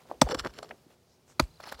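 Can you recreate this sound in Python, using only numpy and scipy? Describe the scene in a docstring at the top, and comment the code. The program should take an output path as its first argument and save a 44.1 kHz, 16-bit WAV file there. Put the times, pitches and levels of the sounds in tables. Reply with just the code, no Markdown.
"""Pick on stony ground

An open hillside in almost still air, the microphone close to the digging and a small bird far off.
A pick bites twice: noise bursts for the steel crack, damped sines for the thud, a slow swell for the shudder.
After each blow the blade drags through grit, made of dense tiny contacts that also ring its steel.
Loose stones knock as short bell-coloured bursts; the bird is a run of short arched sine notes.
"""
import sys
import numpy as np
from scipy import signal
from scipy.fft import rfft, irfft, next_fast_len
from scipy.io import wavfile

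SR = 44100
rng = np.random.default_rng(int(sys.argv[2]) if len(sys.argv) > 2 else 0)


def persist_wave(psi):
    """Save psi, clipped to +-1, as 16-bit WAV."""
    counts = np.round(np.clip(psi, -1, 1) * 32767).astype(np.int16)
    wavfile.write(sys.argv[1], SR, np.atleast_2d(counts).T)


N = 79380  # samples, 1.8 s
T = np.arange(N) / SR  # time [s]


def amp(db):
    """Decibels to gain."""
    return 10 ** (np.asarray(db) / 20)


def unit(x):
    """Scale to rms 1."""
    return x / np.sqrt(np.mean(x ** 2) + 1e-20)


def spectrum(points):
    """Gain as a function of frequency, from (frequency [Hz], level [dB]) points on a log axis."""
    f, db = np.transpose(points)
    return lambda hz: amp(np.interp(np.log(hz), np.log(f), db))


def bell(hz, octaves):
    """Gain as a function of frequency: a bell around one pitch."""
    return lambda f: np.exp(-.5 * (np.log2(f / hz) / octaves) ** 2)


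def filtered(x, response):
    """Shape x by a gain that depends on frequency, padded so that nothing wraps round."""
    m = next_fast_len(N + SR // 2)
    gain = response(np.fft.rfftfreq(m, 1 / SR) + 1)  # 1 Hz up, to avoid log(0)
    return irfft(rfft(x, m) * gain, m)[:N]


def coloured(x, points):
    """Give x a spectral colour and scale it to rms 1."""
    return unit(filtered(x, spectrum(points)))


def struck(s, rise, t60):
    """Envelope of a contact: quick rise, then a decay of 60 dB per t60 seconds."""
    t = np.maximum(T - s, 0)
    return (1 - np.exp(-t / rise)) * np.exp(-np.log(1000) * t / t60)


def swell(s, spread):
    """Bell-shaped envelope; the spread is its standard deviation in seconds."""
    return np.exp(-.5 * ((T - s) / spread) ** 2)


def burst(response, envelope):
    """Short noise burst of a given colour, with the envelope's energy."""
    half_envelope = np.sqrt(envelope)
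    z = rfft(rng.standard_normal(N) * half_envelope)
    flat = z / (np.abs(z) + 1e-12)  # keep the random phases, level the magnitudes
    gain = response(np.fft.rfftfreq(N, 1 / SR) + 1)
    x = irfft(flat * gain, N) * half_envelope
    return unit(x) * np.sqrt(np.mean(envelope ** 2))


def grains():
    """Dense tiny contacts, each with its own pitch and size, partly in clumps."""
    z = signal.stft(rng.standard_normal(N), nperseg=128)[2]
    single_db = 6.5 * np.clip(rng.standard_normal(z.shape), -2, 2)
    clump_db = 3.5 * rng.standard_normal(z.shape[1])  # shared by grains that break together
    return signal.istft(z * amp(single_db + clump_db))[1][:N]


# Colour of the quiet hillside air: (frequency [Hz], level [dB])
AIR_COLOUR = [(15, -45.5), (25, -23.5), (76, -1), (166, -3.5), (200, -10), (236, -0.5), (256, -8),
              (326, -13), (354, -6), (1890, -23.5), (4870, -23), (8360, -28.5), (16000, -33)]
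# Slow course of the air: (time [s], level [dB])
AIR_LEVEL = [(0, -63), (.2, -60), (.7, -60.5), (1.0, -65.5), (1.25, -65.5), (1.45, -61), (1.8, -62.5)]
# Dry stalks and trickling dirt: (centre time [s], level [dB], spread [s])
RUSTLES = [(0.012, -59.5, 0.019), (0.107, -57, 0.023), (0.921, -63.5, 0.018), (1.303, -63, 0.018)]
# Colour of the rustles: (frequency [Hz], level [dB])
RUSTLE_COLOUR = [(100, -9), (500, 4.5), (1500, -4), (4000, -8.5), (8000, -16.5), (16000, -21.5)]
# Faint high whispers: (centre time [s], level [dB], spread [s], frequency [Hz])
WHISPERS = [(1.124, -71, 0.031, 5150), (1.306, -65, 0.021, 6530)]


def hillside():
    """Air as steady coloured noise, rustles as swelling grains, whispers as swelling narrow noise."""
    air_level = amp(np.interp(T, *np.transpose(AIR_LEVEL)))
    out = air_level * coloured(rng.standard_normal(N), AIR_COLOUR)
    rustle_level = sum(amp(db) * swell(s, spread) for s, db, spread in RUSTLES)
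    out += rustle_level * coloured(grains(), RUSTLE_COLOUR)
    for s, db, spread, hz in WHISPERS:
        whisper = unit(filtered(rng.standard_normal(N), bell(hz, octaves=0.33)))
        out += amp(db) * swell(s, spread) * whisper
    return out


# Far-off bird, mostly alternating high and low: (time [s], top frequency [Hz], level [dB])
BIRD_NOTES = [(1.474, 4750, -67), (1.486, 3990, -69), (1.501, 4900, -70), (1.514, 4150, -61.5),
              (1.530, 4950, -71), (1.544, 4160, -62), (1.560, 4670, -61), (1.573, 4100, -60),
              (1.588, 4700, -69), (1.762, 4750, -60), (1.775, 4220, -58)]
NOTE_SPREAD_S, NOTE_ARCH_HZ = 0.0029, 81.6  # bell spread; pitch drop at one spread from the middle


def bird():
    """Short sine notes whose pitch arches up to the middle and falls again."""
    out = np.zeros(N)
    for s, hz, db in BIRD_NOTES:
        arch = np.minimum(((T - s) / NOTE_SPREAD_S) ** 2, 10)
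        pitch = hz - NOTE_ARCH_HZ * arch
        out += amp(db) * swell(s, NOTE_SPREAD_S) * np.sin(2 * np.pi * np.cumsum(pitch) / SR)
    return out


SLOPE_DB, SLOPE_T60_S = -38, .25


def slope_scatter(x):
    """Weak, dull answer from the rough slope: the digging convolved with decaying noise."""
    colour = [(60, -1), (500, -1.5), (2000, -9.5), (12000, -19.5)]  # (frequency [Hz], level [dB])
    tail = coloured(rng.standard_normal(N), colour) * struck(0, 0.0033, SLOPE_T60_S)
    return amp(SLOPE_DB) * signal.fftconvolve(x, tail / np.linalg.norm(tail))[:N]


# Steel modes of the blade: (frequency [Hz], relative level [dB], t60 [s])
BLADE_MODES = [(3000, -6.5, 0.049), (3520, -4, .035), (4540, -3, .045), (5380, 0, 0.042), (5830, -5, .04),
               (7620, -5.5, 0.041)]
CONTACT_RISE_S = 0.00038  # steel or grit contact


def scrape(rows, grit_colour, grit_db, earth_colour, earth_db, ring_db):
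    """Grit grinds along the blade and rings it, over the duller crunch of earth."""
    s, *levels = np.transpose(rows)
    # near silence outside the stroke
    grit_level, earth_level = [amp(np.interp(T, s, db, left=-120, right=-120)) for db in levels]
    contacts = grains()
    steel = np.zeros(N)
    for hz, db, t60 in BLADE_MODES:
        steel += amp(db) * np.sin(2 * np.pi * hz * T) * struck(0, CONTACT_RISE_S, t60)
    ringing = unit(signal.fftconvolve(contacts, steel)[:N])
    grit = unit(coloured(contacts, grit_colour) + amp(ring_db) * ringing)
    earth = coloured(grains(), earth_colour)
    return amp(grit_db) * grit_level * grit + amp(earth_db) * earth_level * earth


# Raking stroke, levels before the stroke's trim: (time [s], grit level [dB], earth level [dB])
RAKE_STROKE = [(1.585, -77, -105), (1.603, -54, -40), (1.623, -61.5, -58), (1.639, -43.5, -47),
               (1.651, -65, -54), (1.661, -49, -49), (1.677, -51.5, -44.5), (1.691, -44, -47),
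               (1.699, -48.5, -48.5), (1.709, -53.5, -57.5), (1.725, -45.5, -30.5), (1.739, -60, -58),
               (1.749, -47, -47), (1.761, -68, -66), (1.781, -63, -62), (1.793, -50, -47.5),
               (1.8, -55, -47)]
# Colours of the raked grit and earth: (frequency [Hz], level [dB])
RAKE_GRIT = [(710, -13.5), (1200, -5), (1770, -10.5), (2450, -8), (2650, -12), (4360, -5), (8720, -26.5),
             (9930, -15), (11100, -70), (14200, -33), (16000, -50)]
RAKE_EARTH = [(60, -22), (200, -7.5), (500, -0.5), (1000, -1), (1500, -3.5), (3000, -26.5)]


def raking():
    """After the second blow the blade rakes through the grit."""
    return scrape(RAKE_STROKE, RAKE_GRIT, -0.5, RAKE_EARTH, -2.5, ring_db=-13.5)


# Three levering strokes, levels before the trim: (time [s], grit level [dB], earth level [dB])
LEVER_STROKES = [
    [(0.255, -64.5, -58.5), (0.273, -55.5, -34.5), (0.283, -53, -47), (0.289, -43.5, -43.5),
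     (0.301, -45, -31.5), (0.309, -38.5, -29.5), (0.321, -33.5, -25), (0.329, -42, -32),
     (0.337, -62.5, -45), (0.345, -39, -41), (0.351, -37, -22.5), (0.365, -65, -49.5), (0.37, -65, -43)],
    [(0.37, -57, -49), (0.394, -31.5, -38.5), (0.404, -33.5, -36), (0.418, -63, -50), (0.428, -56, -55),
     (0.45, -51.5, -32.5), (0.472, -44.5, -33), (0.484, -65.5, -54), (0.51, -55, -54)],
    [(0.51, -72, -66), (0.526, -89, -58), (0.538, -48, -53), (0.55, -58.5, -54), (0.576, -53, -51),
     (0.588, -54, -36.5), (0.606, -65, -55.5), (0.618, -92, -59), (0.628, -44.5, -44), (0.67, -71, -52.5),
     (0.698, -63, -59), (0.712, -62, -36.5), (0.724, -89, -49), (0.76, -75, -64)],
]
# Colours of the levered grit and earth: (frequency [Hz], level [dB])
LEVER_GRIT = [(710, -25.5), (1200, -4.5), (2650, -17.5), (2950, -10.5), (3950, -16), (4360, -10.5),
              (4910, -16.5), (5350, -12), (6650, -26), (7570, -20), (8440, -35), (9510, -25.5),
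              (16000, -43)]
LEVER_EARTH = [(60, -7), (150, 1.5), (450, 7.5), (1200, -5.5), (1800, -10), (3000, -40)]


def levering():
    """The blade levers out the first clod, ringing less freely with each stroke."""
    out = np.zeros(N)
    for stroke, ring_db in zip(LEVER_STROKES, (0, -5.5, -10)):
        out += scrape(stroke, LEVER_GRIT, -2, LEVER_EARTH, -4.5, ring_db)
    return out


# Loose stones knocking: (time [s], level [dB], pitch [Hz], bell width [octaves], t60 [s])
STONE_KNOCKS = [(0.0528, -48, 700, 0.6, 0.029), (0.096, -44, 530, 0.69, 0.077),
                (0.1139, -14, 630, 0.45, 0.011), (0.1146, -32.5, 370, 0.52, 0.026),
                (0.122, -46, 497, 0.57, 0.2), (.266, -26.5, 620, 0.44, 0.027),
                (0.273, -28.5, 764, 0.21, 0.025), (0.2882, -28.5, 1090, 0.66, 0.024),
                (0.289, -33.5, 503, 0.16, 0.16), (0.3247, -23, 504, 0.083, 0.053),
                (.351, -34, 330, 0.32, 0.026), (0.447, -23, 930, 0.82, 0.017),
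                (0.4609, -20.5, 1100, 0.57, 0.016), (0.471, -25.5, 800, .8, 0.013),
                (0.589, -35.5, 810, 0.41, 0.014), (0.627, -36.5, 643, 0.33, 0.055),
                (0.709, -31, 1860, 0.46, 0.022), (0.7095, -33, 608, 0.39, 0.025),
                (0.74, -48.5, 500, 0.36, 0.029), (0.865, -47.5, 219.3, .7, 0.04),
                (1.636, -43, 1314, 0.72, 0.067), (1.673, -34.5, 1000, 0.47, .025),
                (1.719, -53, 940, 0.42, 0.02)]
# Grit snapping on the steel: (time [s], level [dB])
GRIT_SNAPS = [(.2885, -32), (.3095, -26), (.3465, -21), (0.3951, -23), (.4485, -33), (.4612, -37),
              (.4705, -33), (.5625, -50), (.5872, -30.5), (0.6283, -39), (0.691, -44), (1.6875, -55),
              (1.7246, -42), (1.7465, -55)]


def stones():
    """Dull knocks are noise bursts around one pitch; snaps are bursts in the colour of grit."""
    out = np.zeros(N)
    for s, db, hz, width, t60 in STONE_KNOCKS:
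        out += amp(db) * burst(bell(hz, width), struck(s, rise=0.0014, t60=t60))
    for s, db in GRIT_SNAPS:
        out += amp(db) * burst(spectrum(LEVER_GRIT), struck(s, CONTACT_RISE_S, t60=0.012))
    return out


# Different stone under each blow, one crack colour per blow: (frequency [Hz], level [dB])
CRACK_COLOURS = [
    [(200, -23), (900, -13.5), (1500, -13.5), (1950, -7), (2300, -3.5), (2700, -24), (3100, -15.5),
     (3500, 6), (3850, -10.5), (4400, -4), (6200, -1), (7000, -18.5), (7500, 1), (8100, -3.5),
     (8700, -19.5), (10000, -17.5), (12500, -28), (16000, -34.5)],
    [(200, -8), (900, 3), (1300, 8), (1600, -7.5), (2400, 0), (2900, -18), (3300, -8), (4000, -3.5),
     (4700, 1), (5300, -17), (6300, -9.5), (7400, -14.5), (8400, -27.5), (9800, -17), (12000, -19.5),
     (16000, -34)],
]
# Dirt spraying from the blade: (frequency [Hz], level [dB])
CRUMB_COLOUR = [(300, 1), (1500, -3), (5000, -8), (9000, -13.5), (16000, -22.5)]
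SPLIT_DB, SPLIT_T60_S = -15.5, 0.033  # relative to the crack
CRUMBLE_DB, CRUMBLE_T60_S = -32.5, 0.18  # relative to the crack
GRAZE_DB, GRAZE_SPREAD_S = -21, 0.0011  # relative to the crack
SOIL_RISE_S = 0.00094


def crack(s, db, t60, colour):
    """Steel on stone: a bright burst and longer splitting, with topsoil cut by the tip and sprayed dirt."""
    splitting = amp(SPLIT_DB) * struck(s, CONTACT_RISE_S, SPLIT_T60_S)
    contact = struck(s, CONTACT_RISE_S, t60) + splitting
    out = burst(spectrum(colour), contact)
    out += amp(GRAZE_DB) * swell(s, GRAZE_SPREAD_S) * coloured(grains(), colour)
    spray = struck(s, SOIL_RISE_S, CRUMBLE_T60_S) * coloured(grains(), CRUMB_COLOUR)
    return amp(db) * (out + amp(CRUMBLE_DB) * spray)


# Modes of the blade lodged in soil: (frequency [Hz], level before tilt and thud level [dB], t60 [s])
THUD_MODES = [(137.3, -11.5, 0.083), (255, -4, 0.038), (355, -2.5, .026), (520, -9.5, 0.037),
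              (625, -4, 0.034), (882, -5, 0.025), (1225, -10, 0.026)]
# Earth packing under the blade: (frequency [Hz], level [dB])
CRUNCH_COLOUR = [(80, -16), (200, 1), (400, 4), (550, -5), (950, 0), (1400, -8.5), (2200, -17),
                 (4000, -34.5)]
CRUNCH_DB, CRUNCH_T60_S = -1, .022  # relative to the thud


def thud(stop, db, tilt):
    """The blade stops dead in the soil: packing earth crunches and damped modes ring briefly."""
    out = amp(CRUNCH_DB) * burst(spectrum(CRUNCH_COLOUR), struck(stop, SOIL_RISE_S, CRUNCH_T60_S))
    pivot_hz = THUD_MODES[2][0]
    for k, (hz, mode_db, t60) in enumerate(THUD_MODES):
        sign = (-1) ** k
        ring = sign * np.sin(2 * np.pi * hz * (T - stop)) * struck(stop, SOIL_RISE_S, t60)
        out += amp(mode_db + tilt * np.log2(hz / pivot_hz)) * ring
    return amp(db) * out


SHUDDER_HZ = 58.5


def shudder(s, length):
    """A few slow cycles of the ground, swelling to a peak at 0.35 of the length and dying away."""
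    u = np.maximum(T - s, 0) / (0.35 * length)
    return (u * np.exp(1 - u)) ** 3 * np.sin(2 * np.pi * SHUDDER_HZ * (T - s))


# Soil shifting under the blade: (time [s], level [dB], length [s])
SOIL_HEAVES = [(.14, -58.5, 0.047), (0.367, -35.5, 0.017), (0.406, -36, 0.024), (0.477, -46.5, 0.046),
               (0.578, -60, 0.068), (1.734, -48, .045)]


def heaves():
    """Shifting soil sways in the same slow cycles as the shudder."""
    return sum(amp(db) * shudder(s, length) for s, db, length in SOIL_HEAVES)


# Blows of the pick: (time [s], crack level [dB], crack t60 [s], thud level [dB],
# thud tilt [dB/octave], thud delay [s], shudder level [dB], shudder delay [s], shudder length [s])
PICK_BLOWS = [(0.2159, -7, 0.01, -6.5, 1, 0.0014, -24.5, .015, .045),
              (1.397, -10, 0.016, -14, 0, .0018, -22.5, 0.0196, 0.03)]


def blows():
    """Each blow cracks on stone, thuds as the soil stops the blade, then shakes the ground."""
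    out = np.zeros(N)
    for blow, colour in zip(PICK_BLOWS, CRACK_COLOURS):
        s, crack_db, crack_t60, thud_db, tilt, thud_delay, shudder_db, shudder_delay, length = blow
        out += crack(s, crack_db, crack_t60, colour)
        out += thud(s + thud_delay, thud_db, tilt)
        out += amp(shudder_db) * shudder(s + shudder_delay, length)
    return out


def scene():
    """Digging close by, the hillside and the bird behind it."""
    dig = raking() + levering() + stones() + heaves() + blows()
    return (hillside() + bird() + slope_scatter(dig) + dig)[None]


CEILING = .88  # full scale is 1
TOP_HZ, TOP_EDGE_HZ = 16500, 900  # upper band limit and the width of the slope below it


def record(dry):
    """The microphone chain sheds the deepest bass, rounds high peaks and stops at its band limit."""
    bass_cut = signal.butter(4, 36, "highpass", fs=SR, output="sos")
    x = signal.sosfilt(bass_cut, dry[0])
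    x = x / (1 + np.abs(x / CEILING) ** 6) ** (1 / 6)
    return filtered(x, lambda hz: np.clip((TOP_HZ - hz) / TOP_EDGE_HZ, 0, 1))[None]


dry = scene()
out = record(dry)
persist_wave(out)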